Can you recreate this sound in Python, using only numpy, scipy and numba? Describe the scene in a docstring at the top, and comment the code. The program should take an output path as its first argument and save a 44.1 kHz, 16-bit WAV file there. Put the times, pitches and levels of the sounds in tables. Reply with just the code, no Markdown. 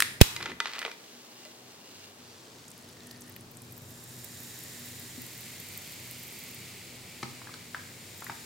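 """Opening and pouring a soda

Close by, a plastic bottle's seal snaps, the gas pops and the cap crackles off along its thread.
Bursting bubbles sound the air in the neck. Poured over iced juice in two glasses, the soda foams,
hisses and spits, and the air above it rises in pitch as each glass fills. Ice and bottle knock dully
during the second pour; a small kitchen drones behind."""
import sys
import numpy as np
from scipy import signal
from scipy.fft import rfft, irfft, next_fast_len
from scipy.io import wavfile
from scipy.ndimage import uniform_filter1d, map_coordinates
from numba import njit

SR = 44100
rng = np.random.default_rng(int(sys.argv[2]) if len(sys.argv) > 2 else 0)


def generate_wav(sig):
    """Save sig (samples, or channels by samples) to the path in sys.argv[1] as 16-bit PCM at SR."""
    pcm = np.round(np.clip(np.atleast_2d(sig).T, -1, 1) * 32767).astype(np.int16)
    wavfile.write(sys.argv[1], SR, pcm)


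N = 372644
TIME = np.arange(N) / SR
HIT_TIME = TIME[:8192]
POP_S, OPEN_S, TIP_S, TIPPED_S = 0.2132, 0.63, 2.55, 3.2
FROTH_RISE_S = 1.12


def gas_pop(jet_db=3, hiss_db=-39, leak_db=-31, leak_s=0.0039):
    """The seal lets go: a thin leak, a violent jet, then a hiss that dies as the pressure falls."""
    out, t = np.zeros((2, N)), TIME[:SR]
    jet_eq = [(100, -13), (420, 1), (800, -12.5), (2800, 7.5), (6000, -1.5), (10000, -2.5), (16000, -8)]
    hiss_eq = [(200, -36), (900, 15), (3000, 12), (7000, -10), (16000, -42)]
    leak_eq = [(500, -3), (7000, -1), (10000, -12), (14000, -13)]
    jet = unit(colour(rng.standard_normal((2, SR)), jet_eq)) * fade(t, t60_s=0.019)
    hiss = unit(colour(rng.standard_normal((2, SR)), hiss_eq)) * fade(t, t60_s=1)
    leak = unit(colour(rng.standard_normal((2, int(leak_s * SR))), leak_eq))
    add(out, POP_S - leak_s, amp(leak_db) * leak)
    add(out, POP_S, amp(jet_db) * jet + amp(hiss_db) * hiss)
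    return out


# Gas blast, left then right: level_db, push_s
PORT_PUSHES = [(0, 0.016), (20, 0.0019)]


def gas_blast(highpass_hz=72):
    """The puff hits the microphone ports as one pressure swing and its rebound."""
    out, t = np.zeros((2, N)), HIT_TIME
    for port, (db, push_s) in zip(out, PORT_PUSHES):
        add(port, POP_S, -amp(db) * (1 - t / push_s) * np.exp(-t / push_s))
    return signal.sosfilt(signal.butter(2, highpass_hz, "high", fs=SR, output="sos"), out)


# Seal snaps: start_s, level_db, tilt_db_per_octave
SEAL_SNAPS = [(.0038, -4, -1.5), (.0229, -5, -3), (.2065, -22, -2)]
# Snap spectrum: freq_hz, gain_db
SEAL_EQ = [(40, -36), (300, -25), (800, -19), (1500, -6), (2600, 0), (4500, -6), (6500, -9), (9000, -6),
           (15000, -11)]


def seal_snaps():
    """The seal ring breaks in sharp cracks."""
    return bottle_hits(SEAL_SNAPS, SEAL_EQ, crack_t60_s=0.0086, ring_db=-53)


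# Loud cap jerks: start_s, level_db, tilt_db_per_octave
CAP_JERKS = [(.364, -18.5, 5), (.4105, -26.5, -3.5), (.428, -22, 2), (.4585, -20, 1), (.462, -22, -2),
             (.518, -26.5, 0.5), (.6028, -10.5, 1), (.6575, -17.5, .5), (.672, -24, 3), (.7355, -24, 4),
             (.7843, -25, -1), (.7912, -20.5, 11), (.8172, -22, -2), (.8505, -17, -3), (.863, -25, 0),
             (.915, -28, 5), (1.451, -34, 10)]
# Cap turns: start_s, end_s, scrape_db
CAP_TURNS = [(0.391, 0.507, -46), (0.634, 0.883, -45)]
# Cap spectrum: freq_hz, gain_db
CAP_EQ = [(50, -61), (170, -34), (450, -5), (750, -5), (1200, 3), (2100, 1.5), (4000, -2), (7000, -15),
          (15000, -31)]


def cap_crackle(catches_per_turn=6, catch_db=-30):
    """The cap jerks along its thread, catching lightly and rubbing in fine grains on each turn."""
    catches = []
    for start_s, end_s, _ in CAP_TURNS:
        for k, (size, tilt) in enumerate(rng.standard_normal((catches_per_turn, 2))):
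            catch_s = start_s + (end_s - start_s) * (k + rng.random()) / catches_per_turn
            catches.append((catch_s, catch_db + 3 * size, -2 + 3.5 * tilt))
    jerks = bottle_hits(CAP_JERKS + catches, CAP_EQ, crack_t60_s=0.017, ring_db=-22.5)
    turning = sum(amp(db) * held(start_s, end_s, 0.015, 0.029) for start_s, end_s, db in CAP_TURNS)
    return jerks + turning * unit(colour(bursts(per_s=480, spread_db=1.5), CAP_EQ))


# Bottle modes: pitch_hz, level_db, t60_s
BOTTLE_RING = [(446, -17, 0.13), (925, -8, 0.21), (1220, -23, 0.088), (2020, 3.5, 0.11), (2470, 5, 0.04),
               (3100, -24, .07), (3720, -31, .07)]


def bottle_hits(hits, eq, crack_t60_s, ring_db):
    """Each blow is a short crack, then the faint ring of the bottle."""
    out, t = np.zeros(N), HIT_TIME
    for start_s, db, tilt_db in hits:
        body = 0
        for hz, mode_db, t60_s in BOTTLE_RING:
            gain = amp(mode_db + 2 * rng.normal())
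            detune = 1 + 0.0176 * rng.normal()
            body += gain * np.sin(2 * np.pi * hz * detune * t) * fade(t, t60_s)
        blow = strength(crack(eq, tilt_db, crack_t60_s), db, length_s=0.00032)
        add(out, start_s, blow + amp(db + ring_db) * body)
    return out


# Pours: start_s, end_s, foam_db, spray_db, pan_db
GLASS_POURS = [(3.464, 6.34, -46.5, -53.5, -0.1), (7.448, 8.45, -48.5, -57.5, 2.1)]


def glasses():
    """Two glasses froth under the pour, one after the other."""
    return sum((amp(foam_db) * foam(start_s, end_s) + amp(spray_db) * spray(start_s, end_s))
               * pan(pan_db) for start_s, end_s, foam_db, spray_db, pan_db in GLASS_POURS)


# Foam spectrum: freq_hz, gain_db
FOAM_EQ = [(500, -23), (1300, -9), (2100, -4), (2700, -1), (3300, 0), (4600, 1.5), (6200, -2.5),
           (7400, 1.5), (8400, -2.5), (9400, -2), (10700, -7.5), (13500, -7), (16000, -6)]
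# Air column modes: pitch_ratio, width_hz, gain_db
COLUMN_MODES = [(1, 450, 9), (2.1, 600, -13)]
# Modes across the glass: base_hz, width_hz, gain_db
GLASS_MODES = [(3760, 230, 4), (5500, 1000, 2.5), (6800, 260, 8.5), (7480, 260, 6), (9250, 1400, 4)]


def foam(start_s, end_s, cover_s=0.18, climb_s=2.24, empty_hz=1683, settle_db_per_s=2.5):
    """Hissing foam covers the ice, then climbs, shortening the air column and damping the cross modes."""
    fill = ramp(start_s + cover_s, climb_s)
    air_hz = empty_hz / (1 - 0.22 * fill)
    bare_wall = 0.78 * (1 - fill)
    mid, side = (colour(bursts(per_s=12000, spread_db=2.5), FOAM_EQ) for _ in range(2))
    column = sum(amp(db) * ring(mid, ratio * air_hz, width_hz) for ratio, width_hz, db in COLUMN_MODES)
    creep = (air_hz / 1750) ** 0.11
    sharp_modes = sum(amp(db) * ring(mid, hz * creep, width_hz) for hz, width_hz, db in GLASS_MODES)
    sharp_modes += ring(mid, air_hz, width_hz=140)
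    hiss = stereo(amp(-5 * bare_wall) * (mid + column) + bare_wall * sharp_modes, side, side_db=-4)
    build = ramp(start_s, FROTH_RISE_S) ** 1.13
    return hiss * build * amp(0.34 * walk(rate_hz=12) - settle_db_per_s * since(end_s))


def spray(start_s, end_s, attack_s=0.9, tire_db_per_s=0.4, settle_db_per_s=17):
    """Fresh foam throws up a mist of tiny bursts, lone pops and larger spits."""
    mist_eq = [(2000, -38), (7000, -3.5), (10500, -8.5), (12000, -7.5), (13600, -1), (16000, -14.5)]
    mid, side = (colour(bursts(per_s=1200, spread_db=0), mist_eq) for _ in range(2))
    mist = amp(1) * stereo(mid, side, side_db=-4)
    pops = amp(7) * prickle(count=420, low_hz=11000, high_hz=15600, width_hz=2900)
    spitting = amp(10.5) * prickle(count=170, low_hz=12200, high_hz=14600, width_hz=7100, t60_s=0.02)
    clusters = amp(3 * walk(rate_hz=7))
    decay_db = tire_db_per_s * since(start_s + FROTH_RISE_S) + settle_db_per_s * since(end_s)
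    return (mist + (pops + spitting) * clusters) * ramp(start_s, attack_s) * amp(-decay_db) * pan(-2)


# Loudest bubbles and drops: start_s, level_db, pitch_hz
LOUD_SPITS = [(2.681, -37, 8100), (3.07, -39, 10000), (3.111, -33.5, 4600), (3.1125, -38.5, 12000),
              (3.209, -37, 12100), (3.2194, -35, 7000), (3.2955, -38, 14400), (3.3625, -34, 13100),
              (3.3634, -37, 2480), (3.409, -40, 9400), (3.514, -38, 14000), (3.57, -37.5, 9150),
              (3.619, -38, 10600), (3.723, -33, 12600), (3.7785, -34, 14100), (4.4323, -32, 13400),
              (4.6363, -30, 11900), (4.858, -34, 14100), (4.996, -31, 14000), (5.218, -29, 14500),
              (5.2653, -32, 12500), (5.6004, -30, 13600), (6.325, -33, 13100)]


def spits(t60_s=0.017, width_ratio=0.7, pan_spread_db=1.5):
    """A large bubble bursts with a bright tick that rattles briefly between the glass walls."""
    out, t = np.zeros((2, N)), HIT_TIME
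    for start_s, db, hz in LOUD_SPITS:
        rattle = rng.standard_normal(len(t)) * fade(t, t60_s)
        tick = ring(ring(rattle, hz, width_ratio * hz), hz, width_ratio * hz)
        add(out, start_s, amp(db) * pan(pan_spread_db * rng.normal()) * tick / np.abs(tick).max())
    return out


# Fizz spectrum: freq_hz, gain_db
FIZZ_EQ = [(400, -19.5), (1000, -7.5), (2000, -1.5), (4500, 2.5), (7500, -1.5), (9500, -8), (11000, -22),
           (16000, -7)]
# Hollow notes of the neck air, before, during and after tipping: start_s, end_s, pitch_hz, gain_db
NECK_TONES = [(.95, 2.15, 2810, 2.5), (2.75, 3.284, 1823, 12), (3.35, 3.65, 2430, 7)]


def bottle_fizz(flat_db_per_s=0.5, shut_db_per_s=7, sag_s=0.058, swing_s=2.1):
    """Escaping gas sounds the air in the neck; each note sags in pitch as it starts."""
    shut_s = (TIP_S + TIPPED_S) / 2  # soda fills the tipped neck and shuts the fizz in
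    level_db = -53.5 - flat_db_per_s * since(OPEN_S) - shut_db_per_s * since(shut_s)
    mid, side = (colour(bursts(per_s=5000, spread_db=3.5), FIZZ_EQ) for _ in range(2))
    neck = 0
    for start_s, end_s, hz, db in NECK_TONES:
        pitch_hz = hz * (1 + 0.14 * np.exp(-since(start_s) / sag_s))
        neck += amp(db) * held(start_s, end_s, 0.17, 0.17) * ring(mid, pitch_hz, width_hz=83)
    fizz = stereo(mid + amp(3 * walk(rate_hz=25.2)) * neck, side, side_db=-7)
    left, right = fizz * ramp(OPEN_S, 0.11) * amp(level_db + 2 * walk(rate_hz=12))
    lag_samples = 3 * (1 - ramp(swing_s, TIP_S - swing_s))  # the bottle swings in from the right
    return np.array([map_coordinates(left, [np.arange(N) - lag_samples], order=3), right])


def slosh():
    """As the bottle tips, soda runs up its wall in small pitched pops and a few larger drops."""
    pops = prickle(count=1100, low_hz=2600, high_hz=11900, width_hz=1200)
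    drops = prickle(count=130, low_hz=3500, high_hz=12000, width_hz=3000, spread_db=3.5, t60_s=0.012)
    return held(TIP_S, TIPPED_S, attack_s=0.12, release_s=0.64) * (amp(-52.5) * pops + amp(-48) * drops)


def prickle(count, low_hz, high_hz, width_hz, spread_db=4, t60_s=0.0026):
    """Lone small bubbles pop, each at its own time, pitch and place."""
    out, t = np.zeros((2, N)), TIME[:512]
    for when, pitch, size, place in rng.random((count, 4)):
        hz = low_hz + (high_hz - low_hz) * pitch
        tick = ring(rng.standard_normal(len(t)) * fade(t, t60_s), hz, width_hz)
        db = spread_db * min(-np.log(1 - size), 3)
        add(out, when * N / SR, amp(db) * pan(6.3 * (place - 0.5)) * tick / np.abs(tick).max())
    return out


# Ice and bottle knocks: start_s, level_db, tilt_db_per_octave, pitch_hz
ICE_KNOCKS = [(7.2294, -24, 4, 1290), (7.232, -24.5, 1, 850), (7.417, -35.5, -8, 970),
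              (7.471, -33, -4.5, 1640), (7.492, -37, -2, 1190), (7.54, -31.5, 5.5, 1170),
              (7.7464, -21.5, -1.5, 1670), (8.222, -31.5, -6.5, 1350), (8.2664, -29, -4, 1980),
              (8.2966, -25.5, -5.5, 990), (8.298, -27.5, 0.5, 2120)]
# Knock spectrum: freq_hz, gain_db
KNOCK_EQ = [(40, -43), (150, -12.5), (500, -12), (820, -3), (1400, 2.5), (2100, -2), (2800, -11.5),
            (4200, -10), (6000, -16), (9000, -30), (15000, -45)]
# Ring after a knock: pitch_hz, level_db, t60_s
KNOCK_RING = [(1003, 1, 0.13), (1370, 0, 0.087), (1725, -11, 0.065)]


def dull_knocks(body_db=9, ring_db=-24):
    """Ice and bottle knock, each blow with its own hollow pitch and the same faint ring."""
    out, t = np.zeros(N), HIT_TIME
    tail = sum(amp(db) * np.sin(2 * np.pi * hz * t) * fade(t, t60_s) for hz, db, t60_s in KNOCK_RING)
    for start_s, db, tilt_db, hz in ICE_KNOCKS:
        blow = crack(KNOCK_EQ, tilt_db, t60_s=0.023)
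        body = amp(body_db) * ring(blow, hz, width_hz=160)
        add(out, start_s, strength(blow + body, db, length_s=0.00058) + amp(db + ring_db) * tail)
    return out


# Hollow thumps: start_s, level_db, pitch_hz, t60_s, rise_octaves_per_s
HOLLOW_THUMPS = [(.857, -38.5, 440, 0.16, 4.5), (1.455, -47.5, 607, 0.12, 1.5), (5.179, -34.5, 246, .11, 2),
                 (7.229, -36.5, 128.7, 0.27, -1), (7.2307, -36, 235, 0.072, -3),
                 (7.2311, -35.5, 338, .064, -2)]


def thumps(highpass_hz=110):
    """Low, quickly damped rings; those of bubbles rise in pitch."""
    out = np.zeros(N)
    for start_s, db, hz, t60_s, rise in HOLLOW_THUMPS:
        phase = 2 * np.pi * np.cumsum(hz * 2 ** (rise * HIT_TIME)) / SR
        add(out, start_s, amp(db) * np.sin(phase) * fade(HIT_TIME, t60_s))
    return cut(out, highpass_hz, "high")


# Grips on the cap: start_s, end_s, level_db
HAND_GRIPS = [(0, 0.174, -59), (0.37, 0.52, -48.5)]


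def hand_rumble():
    """The straining hand shakes bottle and table."""
    eq = [(20, -36), (50, -14), (140, -3), (350, 3), (800, -20), (4000, -46)]
    strain = sum(amp(db) * held(start_s, end_s, 0.048, 0.05) for start_s, end_s, db in HAND_GRIPS)
    return strain * unit(colour(rng.standard_normal(N), eq))


# Drone spectrum: freq_hz, gain_db
DRONE_EQ = [(30, -22), (65, -15.5), (95, -6), (125, -4.5), (170, -5), (245, -6.5), (320, -5.5), (400, -5.5),
            (600, -10), (1000, -13.5), (2000, -20), (6000, -23.5), (16000, -30.5)]
# Machine hum: pitch_hz, gain_db
HUM_LINES = [(97, -12.5), (123, -10), (242, -12)]


def kitchen(drone_db=-53.5, hiss_db=-65, hum_width_hz=6.6, bass_hz=210, low_cut_s=0.58):
    """A steady low drone with a wavering machine hum and a thin hiss."""
    mid, side = colour(rng.standard_normal((2, N)), DRONE_EQ)
    side = colour(side, [(150, -15.5), (380, -11), (700, -5.5), (1300, 0)])
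    drone = stereo(mid, side, side_db=0)
    for hz, db in HUM_LINES:
        drone += amp(db) * unit(ring(ring(rng.standard_normal(N), hz, hum_width_hz), hz, hum_width_hz))
    # after the pop, the drone's bass drops away, then slowly returns
    bass_db = 4 - 26.5 * held(low_cut_s, low_cut_s, attack_s=0.018, release_s=2.63)
    drone = cut(drone, bass_hz, "high") + amp(bass_db) * cut(drone, bass_hz, "low")
    return amp(drone_db) * drone * pan(0.68) + amp(hiss_db) * unit(rng.standard_normal((2, N)))


def walls(x, low_t60_s=0.53, high_t60_s=0.5, split_hz=5000, onset_s=0.0013):
    """Reflections of a small hard room, different on each side and duller as they fade."""
    t = TIME[:SR * 3 // 4]
    noise = rng.standard_normal((2, len(t)))
    low, high = (signal.sosfilt(signal.butter(2, split_hz, kind, fs=SR, output="sos"), noise)
                 for kind in ("low", "high"))
    response = (low * fade(t, low_t60_s) - high * fade(t, high_t60_s)) * np.minimum(t / onset_s, 1)
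    response /= np.sqrt(np.sum(response ** 2) / 2)
    return signal.fftconvolve(np.atleast_2d(x), response, axes=1)[:, :N]


def bursts(per_s, spread_db):
    """Random clicks: many tiny, a few large."""
    size = amp(spread_db * np.minimum(rng.exponential(size=N), np.log(100)))
    return unit((rng.random(N) < per_s / SR) * size * rng.choice([-1, 1], N))


def crack(eq, tilt_db, t60_s):
    """A sharp push and a short rattle, in the colour of the thing struck."""
    push = rng.standard_normal(len(HIT_TIME)) * fade(HIT_TIME, t60_s)
    push[0] += 5
    return colour(push, eq, tilt_db)


def strength(x, db, length_s):
    """Scale to the energy of a level held for length_s."""
    return amp(db) * x * np.sqrt(length_s * SR / np.sum(x ** 2))


def colour(x, eq, tilt_db=0):
    """Minimum-phase filter through (freq_hz, gain_db) points, tilted by tilt_db per octave."""
    n = next_fast_len(x.shape[-1] // 2 + 1) * 2
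    hz, db = np.transpose(eq)
    bin_hz = np.arange(n // 2 + 1) * SR / n
    shape_db = np.interp(np.log(bin_hz + 1), np.log(hz), db + tilt_db * np.log2(hz / hz.mean()))
    cepstrum = irfft(np.log(amp(shape_db)))
    cepstrum[1:n // 2] *= 2
    cepstrum[n // 2 + 1:] = 0
    return irfft(rfft(x, n) * np.exp(rfft(cepstrum)))[..., :x.shape[-1]]


@njit
def resonate(x, hz, width_hz):
    """State-variable band-pass, gain 1 at a centre given per sample."""
    out, band_state, low_state = np.empty(len(x)), 0., 0.
    for i in range(len(x)):
        g, damping = np.tan(np.pi * hz[i] / SR), width_hz / hz[i]
        band = (band_state + g * (x[i] - low_state)) / (1 + g * (g + damping))
        band_state = 2 * band - band_state
        low_state += 2 * g * band
        out[i] = damping * band
    return out


def ring(x, hz, width_hz):
    """A resonance at a steady or moving pitch."""
    return resonate(x, hz * np.ones(len(x)), float(width_hz))


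def cut(x, hz, kind):
    """Steep low-pass or high-pass."""
    return signal.sosfilt(signal.butter(4, hz, kind, fs=SR, output="sos"), x)


def walk(rate_hz):
    """Smooth random drift, rms 1."""
    step = int(SR / rate_hz)
    return unit(uniform_filter1d(np.repeat(rng.standard_normal(N // step + 1), step), step)[:N])


def fade(t, t60_s):
    """Decay of 60 dB in t60_s."""
    return np.exp(-np.log(1000) * t / t60_s)


def ramp(start_s, length_s):
    """Linear rise from 0 to 1."""
    return np.clip((TIME - start_s) / length_s, 0, 1)


def since(start_s):
    """Seconds elapsed; 0 before the start."""
    return np.maximum(TIME - start_s, 0)


def held(start_s, end_s, attack_s, release_s):
    """Attack from the start, hold, release from the end."""
    return ramp(start_s, attack_s) * (1 - ramp(end_s, release_s))


def stereo(mid, side, side_db):
    """Left and right from mid and side, rms 1."""
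    return unit(mid + amp(side_db) * np.array([side, -side]))


def pan(db):
    """Channel gains; positive leans left."""
    return amp(db * np.array([[1], [-1]]))


def amp(db):
    """Decibels to gain."""
    return 10 ** (np.asarray(db) / 20)


def unit(x):
    """Scale to rms 1."""
    return x / np.sqrt(np.mean(x ** 2))


def add(out, start_s, sound):
    """Mix a sound in at start_s."""
    i = max(int(start_s * SR), 0)
    out[..., i:i + sound.shape[-1]] += sound[..., :N - i]


def scene():
    """Opening, pouring and the room."""
    snaps, cap = seal_snaps(), cap_crackle()
    knocks = dull_knocks() + thumps()
    pop, ticks = gas_pop(), spits()
    room = walls(amp(-8) * snaps + amp(-9.5) * cap + amp(-3) * knocks + amp(-16) * pop + amp(-11) * ticks)
    cap_on_right = np.array([np.roll(cap, 2), cap])  # left lags by 2 samples
    opening = snaps + cap_on_right + pop + gas_blast() + hand_rumble() + bottle_fizz()
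    return opening + slosh() + ticks + glasses() + knocks * pan(1.4) + kitchen() + room


def record(dry):
    """The pop clips at full scale; a steep low-pass cuts the top."""
    top_hz = 15800
    return signal.sosfilt(signal.ellip(10, 0.1, 70, top_hz, fs=SR, output="sos"), np.clip(dry, -1, 1))


dry = scene()
out = record(dry)
generate_wav(out)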